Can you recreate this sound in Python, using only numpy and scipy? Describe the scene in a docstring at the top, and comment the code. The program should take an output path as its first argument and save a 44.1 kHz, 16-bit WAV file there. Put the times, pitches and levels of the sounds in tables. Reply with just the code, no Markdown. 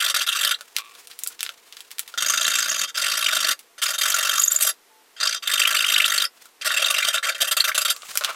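"""A small workshop: hand files rasp a board in a vise, speeded up to bursts of some fifty strokes a second.
Each stroke scrapes board and steel into resonance; the teeth whistle at a rate set by hand speed. Between
bursts tools click on the bench, a file rattles to rest and sleeves rustle over a low hum. At the end the vise
knocks loose and the board slides out."""
import sys
import numpy as np
from scipy import signal
from scipy.fft import rfft, irfft, next_fast_len
from scipy.io import wavfile
from scipy.ndimage import map_coordinates

SR = 44100
rng = np.random.default_rng(int(sys.argv[2]) if len(sys.argv) > 2 else 0)


def to_wav(s):
    """Save 16-bit WAV."""
    ch = np.atleast_2d(s).T  # columns
    pcm = np.round(np.clip(ch, -1, 1) * 32767)  # PCM
    wavfile.write(sys.argv[1], SR, pcm.astype(np.int16))


N = 368235
ROW = 8192  # samples per event
HZ = np.fft.rfftfreq(ROW, 1 / SR)
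TIME_S = np.arange(N) / SR

# Modes of board and file. Each row: centre in Hz, width in Hz, level in dB.
BODY_MODES = [(1381, 88, 4), (1170, 38, -6), (1702, 135, -2.5), (1967, 86, -4), (2745, 190, -2.5),
              (3194, 67, 2), (3660, 132, 1), (4590, 90, -1.5), (4871, 70, 1), (5750, 99, -6),
              (6140, 68, -4), (6540, 170, -6.5), (7530, 86, -1.5), (8160, 290, -5.5), (9050, 74, -3),
              (11130, 140, -4), (11920, 360, -6)]


def file_strokes(moves, rise=0.695, fall=1.402, grit_spread_db=3, teeth_db=-5, bite_db=18):
    """Tearing fibres and passing teeth follow the stroke speed and ring the workpiece."""
    start_s, db, rise_ms = moves.T[..., None]
    *grip_db, tooth_hz = grip_at(start_s[:, 0])[..., None]
    t = np.arange(ROW) / SR
    length_s = np.minimum(np.diff(start_s, axis=0, append=N / SR), .034)  # until the hand turns
    peak_s = np.clip(rise_ms / 1000, .001, length_s)
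    swing = np.roll(length_s, 1) / 0.018  # a longer run-up lands harder
    speed = np.clip(t / peak_s, 0, 1) ** (rise / swing ** 1.515)
    speed *= np.clip(1 - (t - peak_s) / (1.126 * length_s - peak_s), 0, 1) ** fall
    clumps = amp(grit_spread_db * wobble(speed.shape, 40.5))
    grit = clumps * rng.standard_normal(speed.shape)
    pace = np.exp(0.23 * rng.standard_normal(db.shape))
    rate_hz = tooth_hz * pace * (.4 + .7 * speed + 0.1137 * wobble(speed.shape, 50.5))
    phase = 2 * np.pi * np.cumsum(rate_hz, axis=1) / SR
    teeth = amp(teeth_db + 2.7 * wobble(speed.shape, 120.5)) * np.sin(phase)
    force = swing ** 1.06 * amp(bite_db - 0.57 * rise_ms + 4 * rng.standard_normal(db.shape))
    bite = force * (t / 0.0005) * np.exp(-t / 0.00016)  # a quick start knocks the board
    scrape = rfft(speed * (grit + teeth)) + rfft(bite) * highpass(700, 2)
    sizzle = amp(0.45 * (db + 27.5)) * speed ** 1.3 * grit  # hard, fast strokes reach the treble
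    treble = highpass(7000, 4)
    drive = scrape * (1 - treble) + rfft(sizzle) * treble
    contact = amp(3.25 * wobble(drive.shape, 70.5))  # each contact point favours other modes
    rows = irfft(drive * contact * workpiece(*grip_db, tooth_hz), ROW) * (t < ROW / SR / 2)
    return place(amp(db) * unit(rows) * np.sqrt(length_s * SR / ROW), start_s[:, 0] - .001)


def hand_moves(spread_db=1.68, log_rise_spread=.3):
    """To-and-fro runs merged with single strokes, in time order."""
    # Uneven strokes. Each row, also of the result: start in seconds, level in dB, rise time in ms.
    singles = [(0.144, -19, 5), (0.16, -21, 8.4), (0.187, -24, 11), (0.201, -21.5, 22), (0.223, -29.5, 7.2),
               (0.266, -22.5, 13), (0.281, -21.5, 12), (0.316, -25, 15.5), (0.35, -23.5, 24),
               (0.388, -24.5, 8.1), (0.409, -22, 8), (0.43, -21, 7.5), (0.449, -18.5, 1),
               (0.465, -21.5, 10.9), (0.49, -26, 5.6), (0.51, -20, 2.6), (0.538, -35.5, 0.86),
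               (2.177, -23, 5.2), (2.204, -27, 5.9), (2.832, -25.5, 7.3), (2.876, -34.5, 23),
               (2.945, -29, 19), (3.781, -40.5, 5.2), (3.818, -20.5, 23), (3.853, -24.5, 12.5),
               (3.879, -24.5, 15), (3.903, -26, 4.8), (3.935, -27, 15.7), (3.982, -24.5, 9.6),
               (4.687, -23.5, 3.7), (5.165, -42, 41), (5.202, -24.5, 10.3), (5.229, -22.5, 6.6),
               (5.358, -32, 4.3), (5.425, -32.5, 13), (5.452, -34.5, 11), (6.613, -32, 9),
               (6.647, -20.5, 37), (6.688, -27, 21), (6.712, -23.5, 10), (6.739, -24, 6.4),
               (6.764, -19.5, 14), (6.793, -25, 15), (7.068, -20, 22), (7.103, -29, 4.6),
               (7.129, -20.5, 36), (7.172, -27, 4.5), (7.228, -23.5, 30), (7.265, -24, 12), (7.286, -22, 5),
               (7.318, -34.5, 3), (7.347, -32.5, 2.3), (7.381, -38, 9.4), (7.404, -18, 21.3),
               (7.445, -27.5, 6.1), (7.471, -25.5, 11), (7.512, -20, 10.4), (7.568, -20, 3),
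               (7.6, -24.5, 3), (7.642, -22, 3.8), (7.676, -21.5, 10.5), (7.717, -39.5, 2.7),
               (7.747, -24, 5.1), (7.779, -18.5, 0.98), (7.805, -23.5, 19), (7.85, -20.5, 4.3),
               (7.88, -26, 5.1), (7.899, -20, 5.13)]
    # Steady runs. Each row: first and last push in seconds, pull start as share of the cycle,
    # push, pull and swell in dB, push and pull rise time in ms.
    runs = [(0.003, 0.079, 0.44, -21.5, -23, -0.5, 10.4, 6.3),
            (2.223, 2.373, 0.62, -21, -25.5, 0, 3.3, 3.5), (2.408, 2.584, .52, -22, -25, 0.5, 5.6, 7),
            (2.622, 2.791, 0.53, -24, -25.5, -1.5, 6.1, 8), (2.971, 3.058, 0.54, -24, -24.5, -2, 12, 6),
            (3.096, 3.242, 0.52, -23.5, -23.5, 0.5, 7.1, 6.5),
            (3.282, 3.481, 0.63, -22, -23.5, 0.5, 7.6, 8.8),
            (4.012, 4.185, 0.45, -20.5, -23.5, 1, 5.2, 8.6), (4.227, 4.391, 0.53, -24, -19.5, -4, 5.8, 8.7),
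            (4.43, 4.558, 0.66, -29, -29, 1, 2.2, 11), (4.6, 4.645, 0.41, -21.5, -20, 0.5, 9.4, 13.7),
            (5.252, 5.324, .52, -24.5, -26, -6, 6.4, 6.5), (5.473, 5.594, 0.53, -21, -23.5, 2.5, 6.3, 7.7),
            (5.633, 5.743, 0.51, -20, -23, 3.5, 6, 6.5), (5.782, 5.936, 0.52, -21.5, -24, 0.5, 7, 9.6),
            (5.977, 6.217, .5, -21, -23.5, -0.5, 7.3, 9.3), (6.818, 7.02, 0.56, -21, -24.5, 1, 7, 7.8)]
    # Pushes per run.
    counts = [3, 5, 6, 6, 3, 5, 6, 5, 5, 4, 2, 3, 4, 4, 5, 7, 6]
    rows = []
    for (first_s, last_s, share, push_db, pull_db, swell_db, push_ms, pull_ms), count in zip(runs, counts):
        cycle_s = (last_s - first_s) / (count - 1)
        for k in range(count):
            lift_db = swell_db * (k / (count - 1) - .5)
            rows.append((first_s + k * cycle_s, push_db + lift_db, push_ms))
            rows.append((first_s + (k + share) * cycle_s, pull_db + lift_db, pull_ms))
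    rows = np.array(rows)
    scatter = rng.standard_normal((len(rows), 2))
    rows[:, 2] *= np.exp(log_rise_spread * scatter[:, 0])
    rows[:, 1] += spread_db * scatter[:, 1]
    rows = np.vstack([rows, singles])
    return rows[np.argsort(rows[:, 0])]


def grip_at(time_s):
    """Settings of the hold in force at each time."""
    # Each row: start in seconds; steel hiss, board boom, bench thrum, upper-mode ring
    # and rasp in relative dB; nominal tooth rate in Hz.
    holds = [(0, -2, -12.5, -30.5, -1, 4.5, 3512), (2.1, -4.5, -11.5, -21, -1.5, 4.5, 6500),
             (2.94, -4, -11.5, -23, 0, -7, 4172), (3.7, -0.5, -11.5, -33.5, -4.5, 2, 6540),
             (4.38, 7.5, -10.5, -27, 0.5, 4, 7060), (4.6, 2, -6.5, -26, 4.5, 0.5, 7490),
             (5.1, -10.5, -13.5, -30, 3, -6.5, 4940), (5.42, -1.5, -12, -25, -2.5, -2, 3097),
             (6.5, -5, -7, -29.5, -1.5, -13, 3209), (7.22, -7, -4.5, -35, -2, -10.5, 2635),
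             (7.4, 0.5, -8, -32.5, 0.5, 0.5, 3645)]
    holds = np.array(holds)
    return holds[np.searchsorted(holds[:, 0], time_s) - 1, 1:].T


def workpiece(hiss_db, boom_db, thrum_db, ring_db, rasp_db, tooth_hz):
    """Response of file, board and bench, weighted by the hold."""
    # Floor between the modes. Each row: frequency in Hz, level in dB.
    floor = [(25, -28), (130, -57.5), (900, -77), (1150, -6.5), (2200, -13), (4000, -13.5), (7000, -13.5),
             (10000, -16.5), (12000, -21), (14000, -15.5), (16000, -33)]
    # Low modes. Each row: centre in Hz, then width in Hz and level in dB before the exponents below.
    board_modes = [(548.6, 30, -2.5), (626, 113, 1)]
    bench_modes = [(190, 30, 0.5), (242, 21, -9), (304.3, 23, 2)]
    damping = amp(ring_db * highpass(4200, 12)) ** 2  # fingers on the steel
    rasp = power([(tooth_hz, 900, rasp_db - 6)], HZ) ** 2
    radiation = highpass(1100, 8)  # a small board radiates little bass
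    steel = radiation * (damping * power(BODY_MODES, HZ) + rasp) + contour(floor, HZ) ** 2
    steel *= amp(hiss_db * np.clip(np.log2(HZ / 6000 + 1e-9), 0, 1)) ** 2
    boom = amp(boom_db) ** 2 * power(board_modes, HZ) ** 2.04
    thrum = amp(thrum_db) ** 2 * power(bench_modes, HZ) ** 1.42
    return minimum_phase(np.sqrt(steel + boom + thrum))


def squeaks(moves, rise_s=0.0017, fall_s=0.0033, glide_hz=500, waver_hz=170, lead_s=.012):
    """Teeth catch in step and whistle, gliding up as the file gathers speed."""
    # Loud catches. Each row: centre in seconds, tooth rate in Hz, relative level in dB.
    loud = [(0.329, 3640, -27), (0.546, 3900, -20.5), (2.288, 6430, -20), (2.418, 3740, -18.5),
            (2.453, 3600, -16.5), (2.594, 7400, -20), (2.702, 6760, -18.5), (2.977, 4970, -19),
            (3.265, 2800, -14.5), (3.448, 4390, -18), (3.866, 4820, -19), (4.149, 7080, -21),
            (4.398, 6830, -11.5), (4.439, 6860, -10), (4.452, 11800, -24), (4.481, 6780, -12),
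            (4.531, 11800, -21), (4.52, 7300, -12.5), (4.563, 6980, -11.5), (5.233, 4720, -19.5),
            (5.277, 4970, -17.5), (5.619, 2794, -15.5), (5.654, 2770, -13.5), (5.77, 2700, -15),
            (5.845, 2760, -16.5), (5.889, 3000, -20), (5.945, 3610, -15.5), (5.964, 2710, -15.5),
            (6.004, 2560, -11), (6.044, 3150, -13), (6.062, 3680, -19), (6.183, 4370, -15),
            (6.207, 3700, -16.5), (6.254, 5000, -19.5), (6.707, 1760, -22), (6.847, 3650, -15),
            (6.972, 3760, -22), (7.03, 3760, -21), (7.051, 3550, -23), (7.183, 3640, -19.5),
            (7.606, 4300, -12), (7.718, 1910, -21.5), (7.888, 2700, -27), (7.896, 3300, -21.5),
            (7.906, 3640, -20.5)]
    start_s, stroke_db, rise_ms = moves.T
    scatter = rng.standard_normal((len(moves), 2))
    faint_hz = grip_at(start_s)[-1] * np.exp(.12 * scatter[:, 0])
    faint_db = stroke_db - 13.5 + 5 * scatter[:, 1]
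    faint = np.c_[start_s + rise_ms / 1000, faint_hz, faint_db]  # one per stroke
    centre_s, hz, db = np.vstack([loud, faint]).T[..., None]
    t = np.arange(ROW // 8) / SR - lead_s
    envelope = np.exp(-(t / np.where(t < 0, rise_s, fall_s)) ** 2 / 2)
    glide = np.tanh(t / np.where(t < 0, 0.0015, 0.006))
    rate_hz = hz + glide_hz * glide + waver_hz * wobble((len(hz), len(t)), 40.5)
    phase = 2 * np.pi * np.cumsum(rate_hz, axis=1) / SR
    flutter = amp(3 * wobble(phase.shape, 50))
    whistle = np.sin(phase) + amp(-19.5) * np.sin(2 * phase)
    return place(amp(db + 3.5) * flutter * envelope * whistle, centre_s[:, 0] - lead_s)


def knocks(crack_t60_s=.003, tail_t60_s=0.064):
    """Tools hit the bench, and at the end the vise knocks as it loosens: a crack and a noise tail, with steel
    treble and a wooden knock."""
    # Each row: start in seconds; peak, treble and knock in relative dB.
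    hits = [(0.5887, -32.5, -25, 0), (0.609, -17, -9, -9), (0.7655, 1, -10.5, -28), (0.7764, -17, -20, -34),
            (0.785, -6, -12, -15.5), (0.9513, -28.5, -16, -15), (1.0724, -21.5, -1, -16),
            (1.1135, -22, -23, -30), (1.1901, -13, 5, -31), (1.236, -5, 6, -36), (1.263, -18, -14.5, -17.5),
            (1.274, -3, 21, -46), (1.3029, -32, -17, -8), (1.393, -17, -26, -37), (1.407, -5.5, -10.5, -45),
            (1.43, -0.5, -6.5, -41), (1.4506, -17.5, -23.5, -26), (1.4641, -9.5, -29, -25),
            (1.492, -10.5, -19, -11), (1.725, -21.5, -39, -34), (1.7685, -21.5, -13.5, -29),
            (1.8056, -18.5, -7, -37), (1.907, -25, -7, -19), (1.9145, -17.5, -7, -38),
            (1.984, -8.5, -3.5, -36), (1.994, -1, -1.5, -42), (2.0776, -22, -11, -33),
            (2.14, -19.5, -33, -1.5), (3.592, -22.5, 0, -26), (4.739, -36, -2.5, -26),
            (6.4563, -25.5, -3, -8), (6.911, -1.5, 4, -26), (7.3815, -20, -2.5, -33),
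            (7.9642, -18, -8, -32), (8.0207, -21, -21, -25), (8.0685, -23.5, -9.5, -18),
            (8.1553, -4.5, -5.5, -7), (8.1739, 3, -2, -24), (8.21, -10, -31, 0.5), (8.2383, -5, -21, -16.5),
            (8.2466, -1, -29, -12.5), (8.2954, -22.5, -43.5, 21), (8.3052, -13.5, -24, -3)]
    start_s, db, treble_db, knock_db = np.transpose(hits)[..., None]
    t = np.arange(ROW) / SR
    envelope = amp(-60 * t / crack_t60_s) + amp(-16.5 - 0.33 * db - 60 * t / tail_t60_s)
    blow = envelope * rng.standard_normal(envelope.shape)
    middle = power([(3450, 3900, -0.84)], HZ) ** 2 + 0.089 * power(BODY_MODES, HZ)
    treble = amp(treble_db) ** 2 * power([(8900, 9300, 0.0058)], HZ) ** 2
    knock = amp(knock_db + 15) ** 2 * power([(1400, 190, 1.5), (587, 62, -4.5)], HZ) ** 1.4
    rows = irfft(rfft(blow) * minimum_phase(np.sqrt(middle + treble + knock)), ROW)
    return place(amp(db - 3.5) * rows / np.abs(rows).max(axis=1, keepdims=True), start_s[:, 0])


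def file_rattle(taps_per_s=110):
    """A file rocks to rest; uneven taps ring three modes."""
    # Envelope. Each row: time in seconds, level in dB.
    decay = [(0.789, -36), (0.804, -44.5), (0.99, -61.5)]
    # Each row: centre in Hz, width in Hz, level in dB.
    modes = [(1136, 180, 2.5), (2500, 520, 0.5), (3630, 800, -3)]
    time_s, db = np.transpose(decay)
    taps_s = np.arange(time_s[0], time_s[-1], 1 / taps_per_s)
    taps_s += rng.uniform(0.0026, 0.0062, len(taps_s))
    ring = irfft(minimum_phase(power(modes, HZ)), ROW)
    gain = amp(np.interp(taps_s, time_s, db) + 3.2 * rng.standard_normal(len(taps_s)) + 0.5)
    return place(gain[:, None] * ring / np.linalg.norm(ring) * np.sqrt(SR / taps_per_s), taps_s)


def board_release():
    """A palm hisses over the board, then the wood slides along the vise jaws."""
    # Each row: time in seconds, palm rub in dB, wood slide in dB.
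    levels = [(7.9, -40, -59), (8.0, -52, -49.5), (8.13, -48, -66), (8.17, -45, -46), (8.22, -59.5, -40),
              (8.3, -63, -31), (8.35, -49, -44)]
    time_s, rub_db, slide_db = np.transpose(levels)
    rub = amp(np.interp(TIME_S, time_s, rub_db, left=-120))
    rub *= noise(power, [(7370, 2800, 0)])
    slide = amp(np.interp(TIME_S, time_s, slide_db, left=-120) + 6.5 * wobble((1, N), 300.5)[0])
    slide *= noise(power, [(615, 150, -4.0), (1240, 250, 1.0), (2560, 1700, -4.5)])
    return rub + slide


def room_tail(x, t60_s=0.079):
    """Short reverberation from the walls."""
    t = np.arange(SR // 4) / SR
    tail = amp(-60 * t / t60_s) * rng.standard_normal(len(t))
    return signal.fftconvolve(np.pad(x, (60, 0)), tail / np.linalg.norm(tail))[:N]


def sleeves():
    """Brushing cloth: swells of flickering noise."""
    # Each row: centre in seconds, half length in seconds, level in dB.
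    brushes = [(0.602, 0.016, -66), (0.957, 0.45, -54), (1.309, 0.022, -45.5), (1.485, 0.13, -54.5),
               (1.759, 0.074, -57), (2.064, 0.35, -55.5), (3.622, .03, -55), (5.131, 0.05, -64),
               (6.418, 0.066, -52), (8.2, 0.18, -42.5)]
    # Each row: frequency in Hz, level in dB.
    spectrum = [(300, -16.5), (1000, -2.5), (3000, 0), (8000, -3.5), (16000, -11)]
    envelope = sum(amp(db) * bell(centre_s, half_s) for centre_s, half_s, db in brushes)
    return envelope * amp(6.0 * wobble((1, N), 500.5)[0]) * noise(contour, spectrum)


def faint_tone(fade_s=0.013):
    """One brief, steady sine."""
    # Start and end in seconds, pitch in Hz, level in dB.
    tone = (4.9, 5.035, 876, -58)
    start_s, end_s, hz, db = tone
    gate = np.clip(np.minimum(TIME_S - start_s, end_s - TIME_S) / fade_s, 0, 1)
    return amp(db) * gate * np.sin(2 * np.pi * hz * TIME_S)


def room_tone(air_db=-57.5, hum_db=-70.5):
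    """Steady air noise and a wavering narrow-band hum that swells once."""
    # Each row: frequency in Hz, density in dB.
    air_spectrum = [(20, -13.5), (60, -29), (130, -21.5), (300, -5), (460, -3.5), (700, -6), (900, -2),
                    (14800, -13), (16500, -55)]
    # Each row: centre in Hz, width in Hz, level in dB.
    hum_bands = [(413, 27, -3), (475, 18, 1), (692, 31, -0.5)]
    # Centre in seconds, half length in seconds, lift in dB.
    swell = (0.98, 0.78, 4.8)
    centre_s, half_s, lift_db = swell
    air = amp(air_db) * noise(contour, air_spectrum)
    hum = amp(hum_db + lift_db * bell(centre_s, half_s)) * noise(power, hum_bands)
    return air + hum


def amp(db):
    """dB to gain."""
    return 10 ** (np.asarray(db) / 20)


def unit(x):
    """Rms 1 along the last axis."""
    return x / np.sqrt(np.mean(np.abs(x) ** 2, axis=-1, keepdims=True) + 1e-20)


def bell(centre_s, half_s):
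    """Gaussian envelope on the timeline."""
    return np.exp(-((TIME_S - centre_s) / half_s) ** 2)


def highpass(corner_hz, order):
    """Smooth step from 0 to 1 on the HZ grid."""
    return 1 / (1 + (corner_hz / (HZ + 1)) ** order)


def contour(points, hz):
    """Gain through (Hz, dB) points on a log frequency axis."""
    knots_hz, db = np.transpose(points)
    return amp(np.interp(np.log(hz + 1), np.log(knots_hz + 1), db))


def power(modes, hz):
    """Power response of (centre Hz, width Hz, dB) resonances."""
    return sum(amp(db) ** 2 * (hz * width) ** 2 / ((centre ** 2 - hz ** 2) ** 2 + (hz * width) ** 2)
               for centre, width, db in modes)


def minimum_phase(gain):
    """Causal response for each row of gains on the HZ grid."""
    cepstrum = irfft(np.log(gain + 1e-6), ROW)
    cepstrum[..., 1:ROW // 2] *= 2
    cepstrum[..., ROW // 2 + 1:] = 0
    return np.exp(rfft(cepstrum))


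def noise(curve, table):
    """Noise of rms 1 with curve(table, hz) as its gain."""
    size = next_fast_len(N)
    gain = curve(table, np.fft.rfftfreq(size, 1 / SR))
    return unit(irfft(rfft(rng.standard_normal(size)) * gain, size)[:N])


def wobble(shape, step):
    """Random rows, linear between knots `step` samples apart."""
    knots = rng.standard_normal((shape[0], int(shape[1] / step) + 4))
    grid = np.meshgrid(np.arange(shape[0]), np.arange(shape[1]) / step, indexing="ij")
    return map_coordinates(knots, grid, order=1)


def place(rows, starts_s):
    """Sum one row per event into the timeline."""
    out = np.zeros(N + ROW)
    for row, start_s in zip(rows, starts_s):
        out[max(round(start_s * SR), 0):][:len(row)] += row
    return out[:N]


def scene():
    """Bench sounds and their reverberation over the background, mono."""
    moves = hand_moves()
    near = file_strokes(moves) + squeaks(moves) + knocks() + file_rattle() + board_release()
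    return (near + amp(-10.5) * room_tail(near) + sleeves() + faint_tone() + room_tone())[None]


def record(dry, knee=.8, top_hz=16300):
    """Soft clip, then band limit."""
    size = next_fast_len(N)
    soft = dry / (1 + np.abs(dry / knee) ** 4) ** .25
    passband = np.fft.rfftfreq(size, 1 / SR) < top_hz
    return irfft(rfft(soft, size) * passband, size)[:, :N]


dry = scene()
out = record(dry)
to_wav(out)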